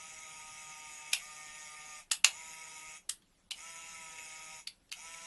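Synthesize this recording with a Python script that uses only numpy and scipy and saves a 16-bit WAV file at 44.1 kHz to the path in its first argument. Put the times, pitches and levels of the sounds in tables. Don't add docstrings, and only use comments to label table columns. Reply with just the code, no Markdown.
import sys
import numpy as np
from scipy import signal
from scipy.fft import rfft, irfft, next_fast_len
from scipy.io import wavfile
from scipy.ndimage import uniform_filter1d

SR = 44100
rng = np.random.default_rng(int(sys.argv[2]) if len(sys.argv) > 2 else 0)


def ratio(d):
    e = np.asarray(d, float) / 20
    return 10 ** e


def master_out(mix):
    frames = np.transpose(np.atleast_2d(mix))
    ceiling = np.clip(frames, -1, 1)
    pcm = np.round(ceiling * 32767).astype(np.int16)
    wavfile.write(sys.argv[1], SR, pcm)


N = 232377


def unit(x):
    return x / np.sqrt(np.mean(x ** 2) + 1e-20)


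def along(points, hz):
    f, v = np.transpose(points)
    return np.interp(np.log(hz + 1), np.log(f + 1), v)


def wobble(rate):
    knots = rng.standard_normal(int(N * rate / SR) + 2)
    return np.interp(np.arange(N) * rate / SR, np.arange(len(knots)), knots)


def filtered(x, response):
    m = next_fast_len(len(x) + 8192)
    return irfft(rfft(x, m) * response(np.fft.rfftfreq(m, 1 / SR)), m)[:len(x)]


def resonance(f, hz, width_hz):
    return 1j * f * width_hz / (hz * hz - f * f + 1j * f * width_hz)


def patchy(patchy_db, size, wide, long):
    hz, _, z = signal.stft(rng.standard_normal(N + size), SR, nperseg=size)
    field = uniform_filter1d(rng.standard_normal(z.shape), int(wide), 0)
    field = uniform_filter1d(field, int(long), 1)
    depth_db = patchy_db * np.clip(.45 + hz / 11000, 0, 1)[:, None]
    gain = ratio(depth_db * np.clip(unit(field), -3, 1.8))
    return signal.istft(z * gain, nperseg=size)[1][:N]


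def motor():
    # rotor starts in seconds, current off in seconds, brush noise in dB, whine above that in dB.
    runs = [
        (-1, 1.124, -50.3, -7),
        (1.135, 2.008, -50.5, -5),
        (2.272, 2.968, -50, -7),
        (3.535, 4.598, -49.7, -7),
        (4.94, 6, -49.5, -6.5),
    ]
    # time in seconds, shaft turns in Hz.
    full_speed = [(0, 158.2), (.35, 156.7), (.66, 154.9), (1.12, 153), (1.13, 152.8), (2.1, 152.5),
                  (2.11, 160), (2.5, 159.8), (2.64, 158.3), (3.05, 155.7), (3.06, 165.3), (3.7, 164.9),
                  (3.9, 163), (4.29, 157.8), (4.7, 156.7), (4.71, 165), (5.27, 165.2)]
    spin_up_s, coast_hz_per_s = .023, 350
    louder_with_speed, whine_with_speed = 1.5, 1.1
    fade_db_per_s, whine_fade_db_per_s = 520, 500

    t = np.arange(N) / SR
    starts = np.maximum([run[0] for run in runs], [-1] + [run[1] for run in runs[:-1]])
    run = np.searchsorted(starts, t) - 1
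    on_s, off_s, brush_db, whine_db = np.array(runs)[run].T
    backward = run == 1
    share = 1 - np.exp(-(t - on_s) / spin_up_s)
    idle_s = np.maximum(t - off_s, 0)
    shaft_hz = share * np.interp(t, *np.transpose(full_speed)) - coast_hz_per_s * idle_s
    shaft_hz = np.maximum(shaft_hz, 120)
    turns = np.cumsum(shaft_hz * (1 + .004 * wobble(30))) / SR
    surging = np.abs(np.gradient(uniform_filter1d(shaft_hz, size=1300))) * SR
    rough = 1 + surging / 90 + 8 * (1 - share)

    level = share ** louder_with_speed * ratio(brush_db - fade_db_per_s * idle_s)
    whine_gain = share ** whine_with_speed * ratio(whine_db - 4 - whine_fade_db_per_s * idle_s)
    whine = filtered(shaft_whine(turns, backward, rough), casing_gaps)
    return level * ratio(-1.0) * brush_scrape(turns), level * whine_gain * whine / rough ** 0.27


def shaft_whine(turns, backward, rough):
    # multiple of shaft speed, level in dB.
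    forward_orders = [(1, -11.5), (2, -18), (3, -13.5), (4, -10), (5, -6), (6, 3.5), (7, -10), (8, 4.5),
                      (9, -11), (10, -11), (11, -3), (12, -5.5), (13, -6.5), (14, -4), (15, -7.5), (16, -5),
                      (17, -2), (18, -13), (19, -9), (20, -11.5), (21, -8), (22, -15), (23, -9), (24, -16)]
    # multiple of shaft speed, level in dB.
    backward_orders = [(1, -15.5), (2, -23.5), (3, -16), (4, -9), (5, -6.5), (6, -6), (7, -6), (8, 3.5),
                       (9, -11.5), (10, -10), (11, -12), (12, 0.5), (13, -6), (14, -11.5), (15, -7),
                       (16, -16), (17, -16), (18, -11), (19, -21.5), (20, -10.5), (21, -12.5), (22, -16.5),
                       (23, -15), (24, -18)]
    # multiple of shaft speed, forward level in dB, backward level in dB.
    pinion = [(25, -14, -16), (26, -16, -13), (29, -17, -15), (31, -13, -8), (32, -13, -16), (33, -14, -8)]
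    orders = [(k, ahead, back) for (k, ahead), (_, back) in zip(forward_orders, backward_orders)]
    whine = 0
    for k, ahead_db, back_db in [*orders, *pinion]:
        level_db = np.where(backward, back_db, ahead_db) + 1.2 * wobble(7) + 3 * wobble(40)
        slip = rng.uniform() + (.045 + .0015 * k) * rough * wobble(60)
        if k <= 3:
            slip = slip + 0.28 * wobble(55)
        whine = whine + ratio(level_db) * np.sin(2 * np.pi * (k * turns + slip))
    return whine


def brush_scrape(turns):
    # frequency in Hz, level in dB.
    brush = [(240, -63), (400, -32.5), (917, -3.5), (1200, -12), (1310, -4.5), (2220, -13), (4300, -18.5),
             (6840, -14.5), (11500, -16), (15000, -58.5), (22000, -120)]
    # frequency in Hz, width in Hz, level in dB.
    casing = [(2083, 130, -6), (2210, 110, 2.5), (2570, 196, -3), (3300, 130, -7.5), (3820, 120, -10),
              (5100, 150, -9), (5770, 340, -7.5), (6750, 730, -1.5), (6940, 170, -12), (8010, 210, -7),
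              (8570, 160, -14), (9520, 120, -7.5), (10430, 250, -11), (11050, 280, -20)]

    def colour(f):
        power = ratio(2 * along(brush, f) - 13.5)
        for hz, width_hz, db in casing:
            power = power + ratio(2 * db) * np.abs(resonance(f, hz, width_hz)) ** 2
        return np.sqrt(power) * casing_gaps(f)

    bars = 1 + .3 * np.cos(2 * np.pi * turns) + .25 * np.cos(4 * np.pi * turns + 1.2)
    mottling = patchy(4.4, size=512, wide=6, long=7)
    chatter = patchy(4.7, size=128, wide=3, long=4.3)
    return unit(filtered(bars * (mottling + .7 * chatter), colour))


def casing_gaps(f):
    # frequency in Hz, width in Hz, depth from 0 to 1.
    notches = [(1060, 95, .92), (1125, 85, .95), (1520, 110, .5), (1700, 140, .7), (4375, 600, .45),
               (6270, 130, .6), (7490, 310, 1)]
    return np.prod([1 - depth * resonance(f, hz, width_hz) for hz, width_hz, depth in notches], axis=0)


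def switch():
    # start in seconds, peak in dB, ring in Hz, share of broad crack in dB.
    snaps = [(1.1320, -22, 2400, -8), (1.1337, -11, 2620, -9), (1.1365, -16, 5400, -6),
             (2.1153, -16, 1300, 5), (2.1180, -13, 6900, 3), (2.1212, -17, 7900, 0),
             (2.2456, -6.5, 2830, 1), (2.2464, -7, 6740, -9), (2.249, -10, 4400, -5),
             (3.0943, -21, 8200, -2), (3.096, -20.5, 3200, -5.5), (3.0985, -26.5, 8500, -3),
             (3.5100, -27, 3900, -8), (3.5113, -27, 4250, -12), (3.5152, -30, 2300, -6),
             (3.5172, -23, 3050, -10), (4.6735, -25, 4420, -11), (4.676, -29, 3500, -4),
             (4.918, -29, 4400, -7), (4.9238, -32, 2200, -6), (4.9262, -25, 2750, -7)]
    # start in seconds, peak in dB, ring in Hz, broad crack in dB.
    ticks = [(1.1208, -40, 2600, 0), (1.149, -27, 2750, -10), (2.035, -57, 820, -18), (2.101, -57, 3000, 0),
             (3.222, -59, 3220, -4), (4.186, -38, 2210, -12), (4.894, -57, 4360, 0),
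             (5.14, -36, 2230, -19.5)]
    first_rise_s, bounce_rise_s, tick_rise_s = .0012, .0005, .0013
    snap_t60_s, tick_t60_s = .011, .035
    first = np.diff([row[0] for row in snaps], prepend=0) > snap_t60_s
    contacts = [(*row, first_rise_s if new else bounce_rise_s, snap_t60_s) for row, new in zip(snaps, first)]
    contacts += [(*row, tick_rise_s, tick_t60_s) for row in ticks]

    out, lead = np.zeros(N + SR), 441
    t = (np.arange(SR // 4) - lead) / SR
    for s, db, hz, crack_db, rise_s, t60_s in contacts:
        burst = contact(t, lead, s, db, hz, crack_db, rise_s, t60_s)
        near = burst + ratio(min(crack_db, -1.5) + 0.46 * db - 11) * shell_ring(t)
        out[round(s * SR) - lead:][:len(t)] += ratio(db) * (near + ratio(-5.5) * room(near))
    return filtered(out[:N], lambda f: (1j * f / (340 + 1j * f)) ** 3 + ratio(-9) * resonance(f, 100, 149.9))


def contact(t, lead, s, db, hz, crack_db, rise_s, t60_s):
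    # frequency in Hz, level in dB.
    closing = [(180, -71), (300, -38.5), (821, -9), (1580, -11.5), (2740, 2.5), (4470, -7.5), (4890, -5),
               (6740, -7.5), (11500, -11), (15000, -69.5), (22000, -120)]
    # frequency in Hz, level in dB.
    release = [(180, -66), (300, -28.5), (1930, -8), (2320, -11), (2660, -7), (5610, -3), (6850, -3.5),
               (8350, -5), (11500, -6), (15000, -40.5), (22000, -120)]
    opening = [
        (2.116, 2.2),
        (3.05, 3.15),
    ]
    thin_hz_per_db, firm_db = 80, -16
    body = release if any(a < s < b for a, b in opening) else closing
    thin_hz = thin_hz_per_db * np.clip(firm_db - db, 0, 10)

    def colour(f):
        crack = ratio(along(body, f) + crack_db)
        ring = .7 * resonance(f, hz, .21 * hz) ** 2 + .8 * resonance(f, hz, .022 * hz)
        return (crack + ring) * (1j * f / (1 + thin_hz + 1j * f)) ** 2

    shape = ratio(np.where(t < 0, 8 * t / rise_s, -60 * t / t60_s))
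    push = shape * rng.standard_normal(len(t))
    push[lead] = 2.6
    burst = filtered(push, colour)
    return .58 * np.linalg.norm(shape) * burst / np.linalg.norm(burst)


def shell_ring(t):
    # frequency in Hz, level in dB, t60 in seconds.
    shell = [(918, -21.5, 0.08), (1870, -12.5, 0.042), (2650, -16, .12), (2900, -11.5, 0.042),
             (4350, -9.5, 0.039)]
    after = np.maximum(t, 0)
    ring = 0
    for hz, db, t60_s in shell:
        decay = ratio(db + rng.normal(0, 3) - 60 * after / t60_s)
        ring = ring + decay * np.sin(2 * np.pi * hz * after)
    return ring


def room(x):
    # frequency in Hz, t60 in seconds.
    decay = [(300, 0.56), (1000, .18), (3000, 0.16), (7000, 0.12), (11000, 0.19)]
    hz, t, z = signal.stft(rng.standard_normal(SR // 3), SR, nperseg=128)
    tail = signal.istft(z * ratio(-60 * t / along(decay, hz)[:, None]), SR, nperseg=128)[1]
    delayed = np.pad(x, (220, 0))
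    return signal.fftconvolve(delayed, tail / np.linalg.norm(tail))[:len(x)]


def air():
    # frequency in Hz, level in dB.
    hum_and_hiss = [(12, -33.5), (20, -3), (59, -10.5), (139, -18.5), (182, -10), (250, -19.5), (271, -12),
                    (301, -18), (373, -19), (449, -25.5), (555, -19.5), (601, -23.5), (11500, -33),
                    (15000, -66.5), (22000, -120)]
    noise = patchy(4, size=512, wide=7.5, long=6.1)
    return ratio(-70) * unit(filtered(noise, lambda f: ratio(along(hum_and_hiss, f))))


def scene():
    scrape, whine = motor()
    reflected = room(ratio(-5) * scrape + ratio(-12) * whine)
    return (scrape + whine + reflected + switch() + air())[None]


def band_limit(x):
    return signal.sosfilt(signal.butter(12, 12890, fs=SR, output="sos"), x)


def record(dry):
    # frequency in Hz, gain in dB.
    top = [(11550, -0.5), (11650, -8), (12000, -44), (12800, -54), (13500, -75)]
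    # from and to in seconds, treble gain in dB.
    dropouts = [
        (2.104, 2.109, -25),
        (2.234, 2.239, -25),
        (3.087, 3.09, -15),
        (3.493, 3.502, -34),
        (4.903, 4.911, -12),
    ]
    x = filtered(dry[0], lambda f: ratio(along(top, f)))
    treble = filtered(x, lambda f: np.clip(f / 600 - 1.8, 0, 1))
    t = np.arange(N) / SR
    lost = sum((1 - ratio(db)) * ((t > start) & (t < end)) for start, end, db in dropouts)
    mix = x - treble * uniform_filter1d(lost, size=40)
    return band_limit(mix[None])


dry = scene()
out = record(dry)
master_out(out)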